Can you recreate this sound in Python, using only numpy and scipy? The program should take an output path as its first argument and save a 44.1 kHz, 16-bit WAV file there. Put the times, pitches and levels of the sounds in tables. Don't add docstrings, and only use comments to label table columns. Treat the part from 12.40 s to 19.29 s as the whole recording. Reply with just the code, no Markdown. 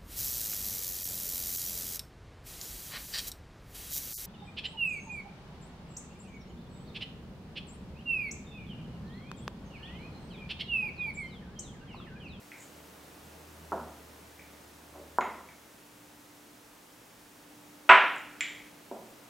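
import sys
import numpy as np
from scipy import signal
from scipy.fft import rfft, irfft, next_fast_len
from scipy.io import wavfile
from scipy.ndimage import uniform_filter1d, minimum_filter1d

SR = 44100
rng = np.random.default_rng(int(sys.argv[2]) if len(sys.argv) > 2 else 0)


def unload_wav(signal):
    wavfile.write(
        sys.argv[1],
        SR,
        np.round(np.clip(np.atleast_2d(signal).T, -1, 1) * 32767).astype(np.int16),
    )


N = 303849
RESPONSE_SIZE = 44100
TOP_HZ = 15800


def undb(db):
    return 10 ** (np.asarray(db) / 20)


def unit(x):
    return x / np.sqrt(np.mean(x ** 2))


def along(points, hz):
    f, value = np.transpose(points)
    return np.interp(np.log(hz + 1), np.log(f), value)


def curve(table):
    s, value = np.transpose(table)
    return np.interp(np.arange(N) / SR, s, value)


def bins(size):
    return np.arange(size // 2 + 1) * SR / size


def colour(x, points):
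    size = 2 * next_fast_len(x.shape[-1])
    cepstrum = irfft(np.log(undb(along(points, bins(size)))))
    cepstrum[1:size // 2] *= 2
    cepstrum[size // 2 + 1:] = 0
    response = np.exp(rfft(cepstrum))
    return irfft(rfft(x, size) * response)[..., :x.shape[-1]]


def cut(x, hz, kind, order):
    sos = signal.butter(order, min(hz, SR / 2 - 1000), kind, fs=SR, output="sos")
    return signal.sosfilt(sos, x)


def bandpass(x, edges_hz):
    return signal.sosfilt(signal.butter(2, edges_hz, "band", fs=SR, output="sos"), x)


def walk(rate):
    k = int(SR / rate)
    steps = np.repeat(rng.standard_normal(N // k + 1), k)
    smooth = uniform_filter1d(uniform_filter1d(steps, k), k)
    return unit(smooth[:N])


def swell(s, length, attack, release):
    t = np.arange(N) / SR - s
    return np.clip(np.minimum(t / attack, (length - t) / release), 0, 1)


def diffuse(size, side_db):
    mid, side = rng.standard_normal((2, size))
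    return mid + np.array([[1], [-1]]) * colour(side, side_db)


def add(out, s, sound):
    start = int(s * SR)
    out[:, start:start + sound.shape[-1]] += sound[..., :N - start]


# t/s, level/dB
FAN_LEVEL = [(0, -67.5), (3.3, -71.0), (3.7, -63.9), (4.25, -64.5), (4.7, -73), (5.1, -62), (6.25, -61.5),
             (6.5, -71.5), (6.89, -70.5)]
# f/Hz, level/dB
MOTOR_LINES = [(118.4, -75), (166.9, -72.5), (851, -77), (910, -74.5), (10401, -89)]
# f/Hz, level/dB
AIR_SPECTRUM = [(25, -35), (53, -16), (75, -22.5), (110, -12.5), (140, -20), (215, -12), (330, -13),
                (400, -15), (523, -16), (870, -18.5), (1270, -19.5), (4800, -27.5), (5600, -26),
                (15500, -30.5)]
# f/Hz, level/dB
FAR_SIDE = [(60, -9), (110, -18.5), (200, -13), (380, -8), (700, -3.5), (1290, -3.5), (2380, -5),
            (4400, -6.5), (8120, -12.5), (15000, -40.5)]
FAN_HZ, FAN_RISE_HZ_PER_DB = 292.7, 0.32


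def background(air_db=-55.23, fan_trim_db=3.5, waver_db=1.0):
    t = np.arange(N) / SR
    fan_db = curve(FAN_LEVEL)
    fan_hz = FAN_HZ + FAN_RISE_HZ_PER_DB * (fan_db - fan_db.min())
    tones = [(np.cumsum(fan_hz) / SR, fan_db + fan_trim_db)]
    tones += [(hz * t, db) for hz, db in MOTOR_LINES]
    lines = 0
    for turns, db in tones:
        level = undb(db + waver_db * walk(2.9))
        lines = lines + level * np.sin(2 * np.pi * turns + .5 * walk(3.3))
    air = unit(colour(diffuse(N, FAR_SIDE), AIR_SPECTRUM))
    return np.sqrt(2) * lines + undb(air_db) * air


# t/s, length/s, level/dB, attack/s, release/s
PASSES = [(-.1, 3.63, -55, 0.35, 2.6), (4.9, 2.6, -58.5, 1.0, .3)]
# f/Hz, level/dB
ROAD_SPECTRUM = [(40, -26), (100, -16.5), (160, -2.5), (260, -6), (450, -6.5), (900, -12), (1800, -18),
                 (4000, -23.5), (9000, -28.5)]


def traffic(waver_db=.5):
    power = np.zeros(N)
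    for s, length, db, attack, release in PASSES:
        power += undb(db) ** 2 * swell(s, length, attack, release)
    wash = unit(colour(diffuse(N, FAR_SIDE), ROAD_SPECTRUM))
    return wash * np.sqrt(power) * undb(waver_db * walk(5.25))


# f/Hz, t60/s
ROOM_DECAY = [(150, 1), (400, 0.69), (1000, 0.56), (2500, 0.65), (5000, 0.61), (9000, 0.28)]
# f/Hz, level/dB
NEAR_SIDE = [(60, -24), (110, -17), (200, -22), (380, -17.5), (700, -17), (1290, -18.5), (2380, -14.5),
             (4400, -12), (8120, -16), (15000, -40)]


def room(direct_db, early=1.0, early_s=0.0036, build_s=0.00033):
    t = np.arange(RESPONSE_SIZE) / SR
    spectrum = rfft(diffuse(RESPONSE_SIZE, NEAR_SIDE))
    centres, t60s = np.transpose(ROOM_DECAY)
    tail = 0
    for share, t60 in zip(np.eye(len(centres)), t60s):
        band = irfft(spectrum * along(np.c_[centres, share], bins(RESPONSE_SIZE)))
        tail = tail + band * np.exp(-np.log(1000) * t / t60)
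    tail = tail * (1 - np.exp(-t / build_s)) * (1 + early * np.exp(-t / early_s))
    path = unit(tail) / np.sqrt(RESPONSE_SIZE)
    path[:, 0] += undb(direct_db) / 2
    return path


def ring(modes, pitch=1):
    t = np.arange(RESPONSE_SIZE) / SR
    total = np.zeros(RESPONSE_SIZE)
    for hz, db, t60 in modes:
        tone = np.sin(2 * np.pi * (hz * pitch * t + rng.random()))
        total += undb(db) * tone * np.exp(-np.log(1000) * t / t60)
    return total


# t/s, level/dB, contact corner f/Hz, pitch ratio of the piece, free ring level/dB
PIECE_CLICKS = [(.1177, -27.5, 2500, 1.03, -31), (1.994, -32.5, 2500, 1.03, -27),
                (2.8088, -27, 9000, .94, -34), (2.8098, -17.5, 2100, .94, -20.5),
                (2.8122, -30.5, 4640, 1.15, -29), (3.088, -34.5, 2300, 1, -26),
                (5.4927, -20, 10000, 1.1, -36), (6.0080, -12, 9500, 1, -24.5)]
# f/Hz, level/dB
PIECE_BODY = [(300, -37), (1100, -17.5), (1500, -8), (1900, 2.5), (2250, 7), (2700, -4), (3350, -1.5),
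              (4000, -13), (4800, -18.5), (6600, -15.5), (7300, 1), (8200, -22), (10000, -24.5),
              (15000, -9)]
# f/Hz, level/dB, t60/s
PIECE_RING = [(2200, -2, 0.33), (2314, -1, 0.4), (2380, -11.5, 0.48), (2535, -16, 0.48), (2910, -8.5, 0.45),
              (3350, -8.5, 0.47), (7230, -26, 0.76)]


def clicks(body_db=19, direct_db=3):
    out = np.zeros((2, N))
    for s, db, contact_hz, pitch, ring_db in PIECE_CLICKS:
        body = colour(room(direct_db), np.multiply(PIECE_BODY, [pitch, 1]))
        wood = undb(body_db) * body + undb(ring_db) * ring(PIECE_RING, pitch)
        add(out, s, undb(db) * cut(wood, contact_hz, "low", order=6))
    return out


# t/s, level/dB
ENGINE_DRONE = [(0.15, -93), (0.35, -63.5), (0.75, -69), (0.88, -59.5), (1.45, -53.5), (1.57, -61),
                (2.27, -65), (2.75, -58.5), (3.45, -81.5)]
ENGINE_HZ, FULL_LOAD_DB = 78, -52
SAG_HZ_PER_DB = -0.15
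ENGINE_FADE_S = .15


def engine(octave_db=-9, trim_db=0.9, waver_db=.7, octave_waver_db=2.5):
    drone_db = curve(ENGINE_DRONE)
    hz = ENGINE_HZ + SAG_HZ_PER_DB * (FULL_LOAD_DB - drone_db)
    phase = 2 * np.pi * np.cumsum(hz * (1 + 0.014 * walk(7.1))) / SR
    firing = np.sin(phase) * undb(waver_db * walk(6.4))
    octave = np.sin(2 * phase) * undb(octave_db + octave_waver_db * walk(3.25))
    fade = swell(0, ENGINE_DRONE[-1][0], ENGINE_FADE_S, ENGINE_FADE_S)
    return unit(firing + octave) * undb(drone_db + trim_db) * fade


# t/s, length/s, level/dB, centre f/Hz, width f/Hz
RUB_STROKES = [(0.151, .14, -59.5, 7400, 1400), (2.52, 0.073, -53.5, 770, 560),
               (2.528, 0.14, -52.5, 430, 290), (5.756, 0.0079, -55.5, 8000, 1090),
               (5.778, 0.01, -56, 7200, 900)]


def friction(grain_db=3.5):
    out = np.zeros((2, N))
    for s, length, db, hz, width_hz in RUB_STROKES:
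        size = int(length * SR)
        slips = rng.standard_normal(size) * undb(grain_db * rng.exponential(size=size))
        edges = np.clip([hz - width_hz / 2, hz + width_hz / 2], 20, TOP_HZ)
        stroke = unit(bandpass(slips, edges)) * np.hanning(size)
        add(out, s, undb(db) * signal.fftconvolve(room(direct_db=7), stroke[None], axes=1))
    return out


# t/s, level/dB, contact corner f/Hz, direct sound level/dB, f/Hz that the square favours
LANDINGS = [(1.3198, -20, 1380, 2.5, 403), (1.3293, -17.5, 930, 4.5, 780), (2.7854, -13.5, 1340, 7.5, 990),
            (5.4914, -2, 3020, -3.5, 970), (5.4946, 1, 3150, 7, 2450), (5.5082, -3.5, 2880, 7, 1340),
            (6.5134, -20.5, 850, 1.5, 488)]
# f/Hz, level/dB
BOARD_BODY = [(40, -12), (110, -16.5), (230, 5), (310, -2.5), (385, 2), (460, -2), (630, 2), (850, 1.5),
              (970, 6.5), (1170, 1.5), (1370, 6), (1600, 1.5), (2700, -3), (3500, -6.5), (4600, -7.5),
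              (8000, 15.5)]
# f/Hz, level/dB, t60/s
BOARD_RING = [(385.7, -3.5, 0.32), (623, -5, 0.27), (664.7, 1, 0.24), (720, -3, 0.22), (760, -16, 0.29),
              (994, 1, 0.34), (1330, -24, 0.34), (1334, -7, 0.25), (1437, -4, 0.33), (1500, -17, .38),
              (1660, -14.5, 0.55), (1809, -36, .42), (1920, -9.5, 0.31), (2112, -4, 0.27),
              (2075, -12, 0.58), (2494, -17, 0.31), (2586, -13.5, .34)]
SQUARE_DB = 3
BOARD_RING_DB, RING_DB_PER_DB = -17, .5
BASS_HZ, BASS_DOUBLING_DB = 875, 9.5


def knocks(body_db=25, spread=1.74):
    out = np.zeros((2, N))
    for s, db, contact_hz, direct_db, square_hz in LANDINGS:
        ring_db = BOARD_RING_DB + RING_DB_PER_DB * db
        body = colour(room(direct_db), BOARD_BODY)
        wood = undb(body_db) * body + undb(ring_db) * ring(BOARD_RING)
        wood = colour(wood, [(square_hz / spread, 0), (square_hz, SQUARE_DB), (square_hz * spread, 0)])
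        bass_hz = BASS_HZ * 2 ** (db / BASS_DOUBLING_DB)
        softened = cut(wood, contact_hz, "low", order=6)
        add(out, s, undb(db) * cut(softened, bass_hz, "high", order=2))
    return out


# f/Hz, level/dB
LEFT_BALANCE = [(60, -.6), (200, -1.1), (600, -.6), (2000, -.2), (4000, 0)]


def scene():
    left, right = background() + traffic() + clicks() + engine() + friction() + knocks()
    return np.array([colour(left, LEFT_BALANCE), right])


def record(dry):
    needed = 1 / np.maximum(np.abs(dry).max(axis=0), 1)
    gain = uniform_filter1d(minimum_filter1d(needed, size=129), size=129)
    top_cut = signal.ellip(10, .1, 90, TOP_HZ, fs=SR, output="sos")
    return signal.sosfilt(top_cut, dry * gain)


dry = scene()
out = record(dry)
unload_wav(out)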